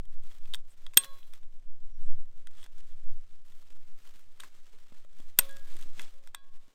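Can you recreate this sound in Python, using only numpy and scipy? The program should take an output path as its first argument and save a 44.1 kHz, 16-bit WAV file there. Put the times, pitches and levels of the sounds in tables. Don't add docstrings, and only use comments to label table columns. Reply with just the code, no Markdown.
import sys
import numpy as np
from scipy import signal
from scipy.fft import rfft, irfft, next_fast_len
from scipy.io import wavfile
from scipy.ndimage import map_coordinates

SR = 44100
rng = np.random.default_rng(int(sys.argv[2]) if len(sys.argv) > 2 else 0)


def magnitude_from_level(level_db):
    exponent = np.asarray(level_db, float) / 20
    return 10 ** exponent


def master_out(mix):
    frames = np.transpose(np.atleast_2d(mix))
    ceiling = np.clip(frames, -1, 1)
    pcm = np.round(ceiling * 32767).astype(np.int16)
    wavfile.write(sys.argv[1], SR, pcm)


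N = 297234


def unit(x):
    return x / np.sqrt(np.mean(x ** 2) + 1e-20)


def along(points, hz):
    point_hz, value = np.transpose(points)
    return np.interp(np.log(hz + .1), np.log(point_hz + .1), value)


def wobble(rate):
    return map_coordinates(rng.standard_normal(N // 100), [np.arange(N) * rate / SR])


def coloured(x, spectrum):
    m = next_fast_len(len(x) + 8192)
    gain = magnitude_from_level(along(spectrum, np.fft.rfftfreq(m, 1 / SR)))
    return irfft(rfft(x, m) * gain, m)[:len(x)]


def add(track, s, sound):
    part = track[round(s * SR):][:len(sound)]
    part += sound[:len(part)]


def ring(modes, t, spread_db, sag=0):
    bent = t + sag * .1 * (1 - np.exp(-t / .1))
    total = 0
    for hz, db, t60 in modes:
        level_db = db + rng.normal(0, spread_db) - 60 * t / t60
        total = total + magnitude_from_level(level_db) * np.sin(2 * np.pi * hz * bent)
    return total


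def clicks():
    # start in seconds, energy in dB, dullness in dB (extra lows),
    # ring of the pivot in dB over the energy.
    contacts = [(.054, -39, 1, 7), (.236, -36.5, 0.5, 1), (.314, -39, 9, 14), (.456, -39.5, 9, 12),
                (0.5373, -17, 2.5, 21), (0.5447, -14, 6.5, 16), (.553, -19.5, -2, -3),
                (.865, -28.5, 11, 20.5), (.936, -30.5, 8.5, 4.5), (.943, -26.5, -2.5, -5.5),
                (.969, -25.5, 5, 12), (0.9719, 12.5, -3, 9), (0.9745, 8.5, -2, 7),
                (1.036, -27.5, -0.5, 22.5), (1.168, -50.5, 13, 10.5), (1.185, -49.5, 13, 14.5),
                (1.229, -49.5, 14, 25.5), (1.3357, -26.5, 3.5, 6.5), (1.431, -43.5, 11.5, 11),
                (1.991, -52, 14, 10), (2.471, -26, 8, 7.5), (2.571, -40, 1, 10), (2.629, -33.5, 6, 15.5),
                (2.64, -27.5, 1.5, 3), (2.662, -33.5, 11.5, 9), (2.781, -36, 6, 1), (3.521, -42.5, 10, 13),
                (4.052, -41.5, 12.5, 1), (4.3997, -25, 8, 8), (4.4035, -19.5, 1, 10),
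                (4.4348, -28, 16.5, -0.5), (4.436, -29.5, 13, -1.5), (4.444, -35.5, 13.5, 4.5),
                (4.9234, -49, 20, 12), (5.048, -44, 8.5, 8), (5.202, -35, 3, 7.5), (5.387, -8.5, -8, 6.5),
                (5.3882, 11, -3.5, 1), (5.392, 2.5, 2.5, -1.5), (5.409, -17, -4.5, -0.5),
                (5.492, -30.5, -7, 11), (5.51, -28, 0.5, -12.5), (5.528, -32, -4, -13),
                (5.5682, -25.5, 1, 4), (5.7662, -26, 3, 4.5), (5.812, -26, -1, 1), (5.826, -30, -3, 12),
                (5.834, -37, 2, 3), (5.9948, -19.5, 14, 12.5), (6.007, -34.5, 15.5, 5),
                (6.0174, -21, -5, -5), (6.028, -32, 2, 14.5), (6.2733, -27.5, 6, 3), (6.347, -12, 6, 7.5)]
    # pitch in Hz, level in dB, time to fall by 60 dB in seconds.
    jaw_tones = [(1100, -7.5, 0.025), (1705, -0.5, 0.0096), (2046, -1.5, 0.016), (2632, -0.5, 0.0099),
                 (3377, -2, 0.019), (3650, 7, 0.0065), (4670, -3.5, 0.0053), (5670, -5, 0.0033),
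                 (7210, -4.5, 0.0027), (8240, -2.5, 0.0034), (9310, -1.5, 0.0045), (11050, -7, 0.002),
                 (11650, -4.5, .007), (12820, 1, 0.0057), (13670, 2.5, 0.0082), (16600, -2.5, 0.0079)]
    bands = [(1000, 2300), (3000, 4000), (5000, 9500), (10500, 15000)]
    rattle_s, rattle_t60 = .0019, 0.0063
    edge_db, dull_costs = -7, 0.28
    hard_from_db, hard_gains = -18, .4

    out, t = np.zeros(N), np.arange(SR // 16) / SR
    hz = np.fft.rfftfreq(len(t), 1 / SR)
    for s, energy_db, dull_db, pivot_db in contacts:
        force = rng.standard_normal(len(t)) * magnitude_from_level(-60 * np.maximum(t - rattle_s, 0) / rattle_t60)
        body = ring(jaw_tones, t, spread_db=1.5)
        body[0] = 8
        hit = signal.fftconvolve(force, body)[:len(t)]

        power = np.abs(rfft(hit)) ** 2
        top_db = edge_db - dull_costs * dull_db + hard_gains * max(energy_db - hard_from_db, 0)
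        band_db = energy_db + np.array([dull_db, pivot_db, 0, top_db])
        gain, colour = [], []
        for db, (lo, hi) in zip(band_db, bands):
            gain.append(db - 10 * np.log10(power[(hz > lo) & (hz < hi)].mean()))
            colour += [(lo, gain[-1]), (hi, gain[-1])]
        bass = [(200, gain[0] - 28), (750, gain[0] - 14)]
        treble = [(16300, gain[-1] - 2), (16900, gain[-1] - 35)]
        add(out, s, coloured(hit, bass + colour + treble))
    return out


def blade():
    # pitch in Hz, level in dB, time to fall by 60 dB in seconds.
    blade_tones = [(8495, 1.5, 0.07), (12100, -16.5, 0.036), (12500, -12, .035)]
    # start in seconds, level in dB, time it rings freely in seconds.
    blade_rings = [(0.5425, -46.5, 0.019), (0.9735, -11.5, 0.074), (4.4019, -51, .014),
                   (5.3916, -21, 0.011), (6.345, -50, 0.013)]
    out, t = np.zeros(N), np.arange(SR // 8) / SR
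    for s, db, free in blade_rings:
        touch = magnitude_from_level(-3000 * np.maximum(t - free, 0))
        onset = 1 - np.exp(-t / 0.00051)
        add(out, s, magnitude_from_level(db) * ring(blade_tones, t, spread_db=1.0) * touch * onset)
    return out


def handles():
    # start in seconds, tube level in dB, hardness in dB
    # (added from tone to tone), linkage level in dB, time they ring freely in seconds.
    jolts = [(.976, -57, 2, -63, .06), (1.034, -58.5, 0, -80, .11), (5.391, -62, -9, -53, .2),
             (5.49, -70, 14, -60, .2), (6.13, -81, -11, -86, .17), (6.348, -69, 6, -64, .4)]
    # pitch in Hz, level in dB, time to fall by 60 dB in seconds.
    tube_tones = [(547, -3, 1.1), (1096, 2, 1.5), (1643, -1, .6)]
    link_tones = [(720, -12, 0.67), (2330, -10.5, 0.52), (2476.4, -7.5, 0.19), (2750, -12, 0.28),
                  (3230, -7, 0.29), (3390, 0.5, 0.33), (3930, -3.5, 0.28), (4550, -8, 0.33),
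                  (5560, -18, .3)]
    spring_tones = [(3340, -53, .7), (3970, -55, .8), (6450, -68, .4)]
    release_s, sharp_share = .975, .06
    grip_db_per_s = -300

    out, t = np.zeros(N), np.arange(SR * 3 // 4) / SR
    for s, tube_db, hard_db, links_db, free in jolts:
        struck = []
        for k, (hz, db, t60) in enumerate(tube_tones):
            struck.append((hz, tube_db + db + hard_db * (k - 1), t60))
        tube = ring(struck, t, spread_db=3)
        linkage = magnitude_from_level(links_db) * ring(link_tones, t, spread_db=1.5)
        grip = magnitude_from_level(grip_db_per_s * np.maximum(t - free, 0))
        onset = 1 - np.exp(-t / 0.0027)
        add(out, s, (tube + linkage) * grip * onset)
    spring = ring(spring_tones, t, spread_db=0.5, sag=sharp_share)
    add(out, release_s, spring * magnitude_from_level(grip_db_per_s * np.maximum(t - .3, 0)))
    return out


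def rubs():
    # start in seconds, length in seconds, level in dB, resonance in Hz.
    slides = [(.4, .13, -76, 3460), (0.687, 0.051, -68.5, 8340), (2.031, .06, -76, 7580),
              (2.35, .07, -81, 3300), (2.551, 0.13, -65, 3330), (2.592, 0.064, -67, 8260),
              (2.889, .06, -75.5, 3350), (5.41, 0.051, -58, 3530)]
    rub_width = 0.079
    out = np.zeros(N)
    for s, length, db, hz in slides:
        n = round(length * SR)
        resonance = signal.iirpeak(hz, 1 / rub_width, SR)
        noise = unit(signal.lfilter(*resonance, rng.standard_normal(n)))
        add(out, s, magnitude_from_level(db) * np.sqrt(np.hanning(n)) * noise)
    return out


def thuds():
    # start in seconds, level in dB, pitch in Hz, time to fall by 60 dB in seconds.
    knocks = [(.54, -47, 600, .02), (.866, -56, 620, 0.026), (.972, -36, 420, .015),
              (0.969, -32, 194, 0.019), (4.157, -58, 200, 0.031), (4.735, -61, 431, .12),
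              (4.762, -59, 221, .024), (4.922, -45, 245, .018), (5.048, -51.5, 580, 0.017),
              (5.2, -45, 276, 0.024), (5.388, -34.5, 240, .03), (5.39, -33, 450, 0.02034),
              (5.483, -56.5, 258, .074), (5.547, -56, 190, 0.058), (5.753, -49.5, 349, 0.039),
              (5.813, -58, 241, .11), (5.86, -50.5, 322, .023), (5.992, -49, 280, 0.035),
              (6.68, -60, 295, 0.032)]
    out, t = np.zeros(N), np.arange(SR // 6) / SR
    for s, db, hz, t60 in knocks:
        tones = [(hz, 0, t60), (2.1 * hz, -8, .7 * t60)]
        add(out, s, magnitude_from_level(db) * ring(tones, t, spread_db=1.5))
    return out


def trees(x):
    # frequency in Hz, time to fall by 60 dB in seconds.
    scatter_decay = [(300, 0.22), (3000, 0.12), (12000, 0.044)]
    hz, t, z = signal.stft(rng.standard_normal(SR // 3), SR, nperseg=256)
    decay = magnitude_from_level(-60 * t / along(scatter_decay, hz)[:, None])
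    tail = signal.istft(z * decay, SR, nperseg=256)[1]
    late = np.pad(x, (200, 0))
    return signal.fftconvolve(late, tail / np.linalg.norm(tail))[:N]


def stirring():
    # start in seconds, length in seconds, level in dB, swell in dB over its length,
    # fizz of dry edges in dB over the leaves.
    stirs = [(0.132, 0.13, -70, -8.5, -10), (.26, 0.33, -67, -4, -8.5), (0.678, .06, -72.5, 0.5, -5),
             (0.77, 0.2, -71, -4.5, -11), (0.981, 0.068, -52.5, -2, -3.5), (1.069, 0.256, -67.5, -4.5, -4),
             (1.335, 0.043, -64.5, -2, -8), (2.02, 0.065, -74, 1, -12), (2.356, .05, -75, -3, -8),
             (2.506, 0.15, -71, 10.5, -12), (2.717, 0.088, -74.5, 11, -10.5),
             (2.827, .12, -72.5, 2.5, -11.5), (2.972, .2, -79.5, 0.5, -10), (3.199, 0.18, -74, 1, -12.5),
             (3.453, 0.16, -70.5, 2.5, -7.5), (3.62, 0.34, -72.5, 0, -10.5), (3.961, 0.25, -69, 2.5, -9),
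             (4.22, 0.19, -72.5, -1.5, -10), (4.439, 0.039, -59, -4, -10), (4.399, 0.052, -62, 1, -11),
             (4.504, 0.13, -69.5, 3.5, -11.5), (4.658, 0.486, -69.5, -3.5, -12),
             (5.166, 0.18, -66, -2.5, -9.5), (5.388, 0.089, -56, -6, -5), (5.487, 0.19, -62, -0.5, -8),
             (5.686, 0.15, -61.5, 3.5, -10), (5.86, 0.054, -65, -3.5, -11.5), (5.929, 0.061, -67, 14, -14),
             (6.001, 0.069, -52.5, -7, -13.5), (6.091, .09, -68.5, 0, -9.5), (6.234, 0.056, -73, 2, -11),
             (6.529, 0.19, -73.5, 0.5, -11)]
    still_db = np.array((-77, -88.5, -77.5))
    twigs_db = -8.5
    rise_db_per_s, fall_db_per_s = 900, 500
    t = np.arange(N) / SR
    power = magnitude_from_level(still_db)[:, None] ** 2 * np.ones(N)
    for s, length, db, swell_db, fizz_db in stirs:
        swell = swell_db * np.clip((t - s) / length, 0, 1)
        rise = rise_db_per_s * np.maximum(s - t, 0)
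        fall = fall_db_per_s * np.maximum(t - s - length, 0)
        balance = magnitude_from_level(np.array([[0], [fizz_db], [twigs_db]]))
        power += (magnitude_from_level(db + swell - rise - fall) * balance) ** 2
    return np.sqrt(power)


def rustle():
    # frequency in Hz, relative level in dB.
    leaf_colour = [(530, -35.5), (900, -8), (995, -4.5), (1280, -0.5), (1550, -3.5), (1680, -1),
                   (1730, -3.5), (1900, -2.5), (2570, -3), (3470, -2.5), (4470, -6), (8430, -8),
                   (10000, -17.5), (13000, -46), (22000, -120)]
    fizz_colour = [(5590, -30.5), (9500, -2.5), (10500, -0.5), (15200, 1.5), (16200, -10.5), (16500, -38.5)]
    twig_colour = [(76, -35.5), (130, -0.5), (509, -4.5), (545, -3.5), (1000, -10.5), (1300, -38.5),
                   (2200, -120)]
    leaves, fizz, twigs = stirring()
    grain_db = np.minimum(4 * rng.exponential(size=N), 12)
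    grains = (rng.random(N) < 120 / SR) * magnitude_from_level(grain_db)
    clump = signal.lfilter([1], [1, -np.exp(-1 / (.0015 * SR))], grains)
    flutter = magnitude_from_level(1 * wobble(14) + 1.2 * wobble(45) + 1.3 * wobble(140))

    def grainy(share):
        return unit(flutter * (1 + share * unit(clump)) * rng.standard_normal(N))

    leaf_sound = leaves * unit(coloured(grainy(share=.33), leaf_colour))
    fizz_sound = fizz * unit(coloured(grainy(share=.42), fizz_colour))
    twig_sound = twigs * unit(coloured(grainy(share=.1), twig_colour))
    return leaf_sound + fizz_sound + twig_sound


def bird():
    # start in seconds, first pitch in Hz, last pitch in Hz, length in seconds, level in dB.
    whistles = [(1.9, 5760, 5560, .125, -79), (3.86, 5700, 5600, .07, -81)]
    out = np.zeros(N)
    for s, start_hz, end_hz, length, db in whistles:
        u = np.linspace(0, 1, round(length * SR))
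        swell = np.sqrt(np.sin(np.pi * u) + 1e-9)
        turns = np.cumsum(start_hz + (end_hz - start_hz) * u) / SR
        add(out, s, magnitude_from_level(db) * swell * np.sin(2 * np.pi * turns))
    return out


def wind():
    # time in seconds, level in dB.
    gusts = [(0, -22), (.6, -27.5), (1.2, -34.5), (1.7, -27), (2.1, -17.5), (2.5, -32.5), (3, -22),
             (3.5, -30), (4.2, -37), (4.9, -39), (5.3, -26.5), (6, -27.5), (6.4, -41.5), (6.62, -32.5),
             (6.74, -54)]
    # frequency in Hz, relative level in dB.
    push_colour = [(.5, -14), (2, 0), (5, 0), (9, -10), (14, -26), (20, -37), (30, -52), (36, -60),
                   (44, -120)]
    drone_colour = [(20, -29.5), (36, -6), (45, -2), (90, 6), (130, -10.5), (200, -17.5), (300, -61)]
    drone_db, drone_follows = -76, 0.76
    gust_s, gust_db = np.transpose(gusts)
    wind_db = np.interp(np.arange(N) / SR, gust_s, gust_db)
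    push = unit(coloured(rng.standard_normal(N), push_colour))
    drone = unit(coloured(rng.standard_normal(N), drone_colour) * magnitude_from_level(2.5 * wobble(19)))
    drone_gain = magnitude_from_level(drone_db + drone_follows * (wind_db - wind_db.mean()))
    return magnitude_from_level(wind_db) * push + drone_gain * drone


def scene():
    tool = clicks() + blade() + thuds()
    answer = magnitude_from_level(-24.5) * trees(tool)
    mix = tool + answer + handles() + rubs() + rustle() + bird() + wind()
    return mix[None]


def low_pass(x):
    return signal.sosfilt(signal.butter(12, 16930, fs=SR, output="sos"), x)


def record(dry):
    held = dry / (1 + np.abs(dry / .9) ** 4) ** (1 / 4)
    return low_pass(held)


dry = scene()
out = record(dry)
master_out(out)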